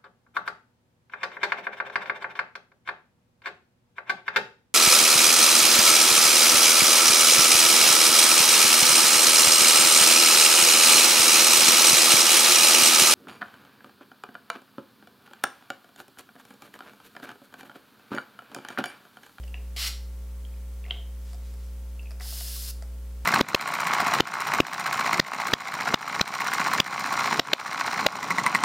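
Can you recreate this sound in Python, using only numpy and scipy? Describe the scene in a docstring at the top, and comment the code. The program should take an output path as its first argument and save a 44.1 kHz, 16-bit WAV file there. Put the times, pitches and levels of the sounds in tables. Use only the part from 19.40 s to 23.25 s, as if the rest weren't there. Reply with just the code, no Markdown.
"""Two pump bottles are sprayed in a small room, close to one microphone.
Mains hum, a faint buzz and thin electronic hiss run throughout: harmonic sines and filtered noise.
Ringing plastic ticks and small wet clicks lead to a short, coarse spritz of pressure-shaped noise.
More ticks and dull bottle knocks follow, then soft handling rustle: swells of filtered noise.
After further ticks comes a longer, finer mist; small wet clicks run through it and one last follows."""
import sys
import numpy as np
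from scipy import signal
from scipy.fft import rfft, irfft, next_fast_len
from scipy.io import wavfile

SR = 44100
rng = np.random.default_rng(int(sys.argv[2]) if len(sys.argv) > 2 else 0)


def unload_wav(signal):
    """Save mono or channel-first audio to the path in sys.argv[1] as 16-bit WAV at rate SR, clipped to [-1, 1]."""
    wavfile.write(
        sys.argv[1],
        SR,
        np.round(np.clip(np.atleast_2d(signal).T, -1, 1) * 32767).astype(np.int16),
    )


N = 169785


def amp(db):
    """Decibels to gain."""
    return 10 ** (np.asarray(db) / 20)


def curve(points, hz):
    """Read (Hz, value) points on a log-frequency axis."""
    point_hz, values = np.array(sorted(points), float).T
    return np.interp(np.log(np.maximum(hz, 1)), np.log(point_hz), values)


def colour(x, points):
    """Filter by (Hz, dB) points."""
    size = next_fast_len(len(x) + 4096)
    gain = amp(curve(points, np.fft.rfftfreq(size, 1 / SR)))
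    return irfft(rfft(x, size) * gain, size)[:len(x)]


def noise(points):
    """Noise with a given density in dB per Hz."""
    return colour(rng.standard_normal(N), points) * np.sqrt(SR / 2)


def fade(t, t60):
    """Exponential decay, 60 dB down after t60 seconds."""
    return np.exp(-np.log(1000) * t / max(t60, 1e-4))


def add(out, start, x):
    """Mix a sound in at a time in seconds."""
    i = max(int(start * SR), 0)
    out[i:i + len(x)] += x[:max(N - i, 0)]


def electronics():
    """Mains harmonics make a hum with a faint buzz above it; hiss is part shared, part per channel."""
    # stronger mains lines: harmonic (multiple of the mains), level_db (rms)
    hum = [(1, -35.5), (2, -62), (3, -58.5), (4, -66), (5, -72.5), (6, -74.5), (7, -67), (8, -73), (9, -64),
           (11, -77), (13, -77), (15, -75.5), (17, -79.5), (19, -78), (23, -76.5)]
    # hiss common to both channels: pitch_hz, density_db (per Hz)
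    shared_hiss = [(20, -88), (42, -79), (100, -87), (200, -89.5), (400, -94), (600, -99), (750, -97),
                   (1100, -101), (2500, -103), (3100, -101), (3800, -104), (8000, -105), (15500, -107)]
    # hiss separate in each channel: pitch_hz, density_db (per Hz)
    channel_hiss = [(135, -135), (175, -101.5), (400, -100), (900, -100.5), (1500, -105), (3000, -105),
                    (6000, -103), (15500, -102.3)]
    mains_hz = 60
    buzz_db, buzz_fall_db = -84, -1  # other lines: rms level at 1 kHz, change per octave

    t = np.arange(N) / SR
    lines = {round(k): db for k, db in hum}
    out = noise(shared_hiss)
    phases = rng.uniform(0, 2 * np.pi, size=42)
    for k, phase in enumerate(phases, 1):
        buzz_line_db = buzz_db + buzz_fall_db * np.log2(k * mains_hz / 1000)
        db = lines.get(k, buzz_line_db)
        out = out + np.sqrt(2) * amp(db) * np.sin(2 * np.pi * k * mains_hz * t + phase)
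    return out + np.array([noise(channel_hiss), noise(channel_hiss)])


def room_response():
    """Dense wall reflections after a short gap, each noise band dying at its own rate."""
    # decay of the room: pitch_hz, t60_s
    room_t60 = [(500, 0.46), (3000, 0.38), (5000, 0.4), (9000, 0.35), (15000, 0.32)]
    # tint of the reflections: pitch_hz, gain_db
    room_colour = [(300, 2), (3000, 0.5), (5000, 1), (8000, 0.5), (15000, -2)]
    room_db, gap_s = -4.5, .007  # reflection level before the tint, wait for the first reflection

    t = np.arange(SR // 2) / SR
    hz = np.fft.rfftfreq(len(t), 1 / SR)
    spectrum = rfft(rng.standard_normal(len(t)))
    edges = np.geomspace(100, SR / 2, 13)
    tail = np.zeros(len(t))
    for lo, hi in zip(edges, edges[1:]):
        band = irfft(spectrum * (hz >= lo) * (hz < hi), len(t))
        tail += band * fade(t, curve(room_t60, np.sqrt(lo * hi)))
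    tail = colour(tail / np.sqrt(np.sum(tail ** 2)), room_colour)  # unit energy, then tint
    return amp(room_db) * np.concatenate([np.zeros(int(gap_s * SR)), tail])


def handling():
    """Skin rubbing on plastic: soft bell-shaped swells of noise."""
    # fingers sliding on the bottle: centre_s, length_s, level_db (relative to the rub noise)
    rubs = [(1.892, 0.097, 2), (2.07, 0.13, -2), (2.237, 0.15, -4)]
    # rub noise: pitch_hz, density_db (per Hz)
    rub_colour = [(500, -114), (1500, -105), (3200, -100), (5200, -99), (8000, -104), (15000, -116)]

    t = np.arange(N) / SR
    swells = sum(amp(db) * np.exp(-(2 * (t - centre) / length) ** 2) for centre, length, db in rubs)
    return noise(rub_colour) * swells


def bottle_knocks():
    """The hand-held bottle jolts dully as the pump is pressed or let go, with a faint low ring."""
    # knocks: start_s, level_db (before the body's tint)
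    knocks = [(0.1425, -27.5, ), (.363, -27), (1.463, -31), (1.482, -31), (1.503, -32), (1.5091, -20),
              (2.806, -31), (2.811, -39)]
    # tint of the jolts: pitch_hz, gain_db
    body_colour = [(200, -36), (400, -7.5), (560, -4.5), (720, -13), (1000, -7), (1300, -11), (2000, -9),
                   (3500, -15), (5000, -19), (7000, -32), (12000, -47)]
    # low ring of the bottle: pitch_hz, level_db (relative to the knock), t60_s
    body_modes = [(410, -32.5, 0.12), (720, -20, 0.047)]
    jolt_t60_s = 0.031

    jolts, rings = np.zeros(N), np.zeros(N)
    t = np.arange(SR // 2) / SR
    ring = sum(amp(db) * np.sin(2 * np.pi * hz * t) * fade(t, t60) for hz, db, t60 in body_modes)
    for start, db in knocks:
        add(jolts, start, amp(db) * rng.standard_normal(len(t)) * fade(t, jolt_t60_s))
        add(rings, start, amp(db) * ring)
    return colour(jolts, body_colour) + rings


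def wet_clicks():
    """Each click is a bright noise snap and a softer hollow pop of decaying cavity modes."""
    # clicks: start_s, snap_db (before the tint), pop_db, pop_hz
    clicks = [(.038, -44, -51, 600), (.080, -46, -59, 650), (1.932, -39.5, -48, 710),
              (1.945, -41.5, -47, 730), (2.139, -44.5, -60, 700), (2.630, -48, -52, 663),
              (2.708, -37.5, -50.5, 650), (2.716, -40, -48, 650), (2.799, -36, -48, 740),
              (2.810, -36, -45, 736), (2.852, -38, -47, 850), (2.925, -39, -45, 670),
              (3.009, -32.5, -41.5, 695), (3.163, -47, -47, 1130), (3.424, -37.5, -42, 654)]
    # tint of the snaps: pitch_hz, gain_db
    snap_colour = [(250, -22), (700, -1), (1800, 6), (3200, -10), (4200, -2), (4900, 9), (6200, -7.5),
                   (8000, 0), (11000, -10), (15000, -13)]
    # cavity modes: ratio (multiple of pop_hz), level_db, t60_s
    pop_modes = [(1, 3, 0.041), (1.22, -6, 0.033), (2.45, -10, .012)]
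    snap_t60_s, pop_rise_s = 0.014, 0.0015

    snaps, pops = np.zeros(N), np.zeros(N)
    t = np.arange(SR // 10) / SR
    for start, snap_db, pop_db, hz in clicks:
        add(snaps, start, amp(snap_db) * rng.standard_normal(len(t)) * fade(t, snap_t60_s))
        cavity = sum(amp(db) * np.sin(2 * np.pi * hz * k * t) * fade(t, t60) for k, db, t60 in pop_modes)
        add(pops, start, amp(pop_db) * cavity * (1 - np.exp(-t / pop_rise_s)))
    return colour(snaps, snap_colour) + pops


def pump_ticks():
    """A clean strike or a brief scrape sets the plastic pump head ringing for a few milliseconds."""
    # ticks: start_s, level_db (peak), ring_hz, ring_t60_s,
    # scrape_t60_s (the head drags in its collar before it seats)
    tick_list = [(.032, -47.5, 2930, .009, 0.037), (.075, -47.5, 2820, 0.0079, 0.036),
                 (0.1423, -29, 2720, 0.0067, .0003), (1.050, -42, 3160, 0.0076, 0.011),
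                 (1.139, -51, 2470, 0.0081, 0.014), (1.44, -43, 2600, 0.0067, 0.023),
                 (1.451, -42.5, 2040, 0.01, .03), (1.463, -41, 2200, 0.004, 0.0055),
                 (1.5, -37.5, 2750, 0.015, .0003), (1.5082, -16.5, 3120, 0.0083, 0.00037),
                 (2.593, -38.5, 2690, 0.0088, .014), (2.655, -46, 2570, .007, .04),
                 (2.669, -45, 2500, .007, .03), (2.805, -36, 2080, 0.0074, .025)]
    # modes of the pump head: ratio (multiple of ring_hz), level_db
    head_modes = [(1, 0.5), (1.08, -18.5), (1.2, -14), (.66, -17.5), (1.6, -40)]
    push_s = 0.00084  # softens the onset of the ring

    out = np.zeros(N)
    t = np.arange(SR // 10) / SR
    for start, db, hz, t60, scrape_t60 in tick_list:
        ring = sum(amp(mode_db) * np.sin(2 * np.pi * hz * k * t) for k, mode_db in head_modes)
        ring = ring * fade(t, t60) * (1 - np.exp(-t / push_s)) ** 2
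        contact = rng.exponential(size=len(t)) ** 2 * fade(t, scrape_t60)  # uneven tiny impacts
        tick = np.diff(signal.fftconvolve(ring, contact)[:len(t)])  # the difference tilts it brighter
        add(out, start, amp(db) * tick / np.abs(tick).max())
    return out


def spray(stroke, nozzle):
    """An open valve hisses brighter and finer as pressure builds, then shuts within milliseconds."""
    sputter_db, sputter_rate_hz = 1.0, 180  # unevenness of the jet
    atomise_hz, atomise_power = 6500, 1.5  # hiss above this pitch needs full pressure, comes in later
    near_echo_s, near_echo_db = .00145, -20  # bounce off the hand and face

    start, length, db, first_pressure, rise, shut = stroke
    clock = np.arange(N) / SR
    t = clock - start
    pressure = np.clip(1 - (1 - first_pressure) * np.exp(-np.maximum(t, 0) / rise), 0, 1)
    valve = (t > 0) * np.exp(-np.maximum(t - length, 0) / shut)
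    sputter = np.interp(clock * sputter_rate_hz, np.arange(N), rng.standard_normal(N))

    hiss = noise(nozzle)
    highpass = signal.butter(2, atomise_hz, "high", fs=SR, output="sos")
    fine = signal.sosfiltfilt(highpass, hiss)
    coarse = hiss - fine
    jet = (coarse + fine * pressure ** atomise_power) * pressure * valve
    jet = jet * amp(db + sputter_db * sputter)
    return jet + amp(near_echo_db) * np.roll(jet, int(near_echo_s * SR))


def scene():
    """Bottles and room reach one microphone, alike in both channels; the electronics add their own."""
    # strokes: start_s, length_s, level_db (relative to the nozzle noise), starting_pressure (0-1),
    # pressure_rise_s, shut_off_s
    spritz_stroke = (0.3625, 0.12, 0.75, 0.65, .035, .008)
    mist_stroke = (2.808, 0.5026, 0.35, 0.47, 0.038, 0.0029)
    # nozzle noise: pitch_hz, density_db (per Hz)
    spritz_nozzle = [(400, -104), (750, -84), (1000, -84), (1300, -77.5), (1700, -78), (2050, -71.5),
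                     (2400, -73.5), (3200, -68), (3700, -70.5), (4400, -66), (4800, -69), (5300, -66.5),
                     (6200, -75.5), (8500, -77.5), (12500, -77.5), (15500, -83)]
    mist_nozzle = [(500, -108), (1000, -96), (1700, -89), (2300, -91.5), (2900, -84), (4100, -82),
                   (4550, -77.5), (4850, -80.5), (5150, -73), (5500, -80.5), (7000, -83), (8600, -83),
                   (10000, -80), (12700, -80), (15500, -84.5)]
    # levels sent to the walls, dB relative to the direct sound
    spritz_wet_db, mist_wet_db, tick_wet_db, click_wet_db = -1.9, -6.5, -3, -5

    bottles = bottle_knocks() + handling()
    clicks = wet_clicks()
    ticks = pump_ticks()
    spritz = spray(spritz_stroke, spritz_nozzle)
    mist = spray(mist_stroke, mist_nozzle)

    direct = spritz + mist + ticks + bottles + clicks
    to_walls = amp(spritz_wet_db) * spritz + amp(mist_wet_db) * mist
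    to_walls = to_walls + amp(tick_wet_db) * ticks + bottles + amp(click_wet_db) * clicks
    walls = signal.fftconvolve(to_walls, room_response())[:N]
    return direct + walls + electronics()


def record(dry):
    """The recorder cuts the top of the treble with a steep low-pass."""
    top_hz = 15800
    lowpass = signal.ellip(12, .1, 80, top_hz, fs=SR, output="sos")
    return signal.sosfilt(lowpass, dry)


dry = scene()
out = record(dry)
unload_wav(out)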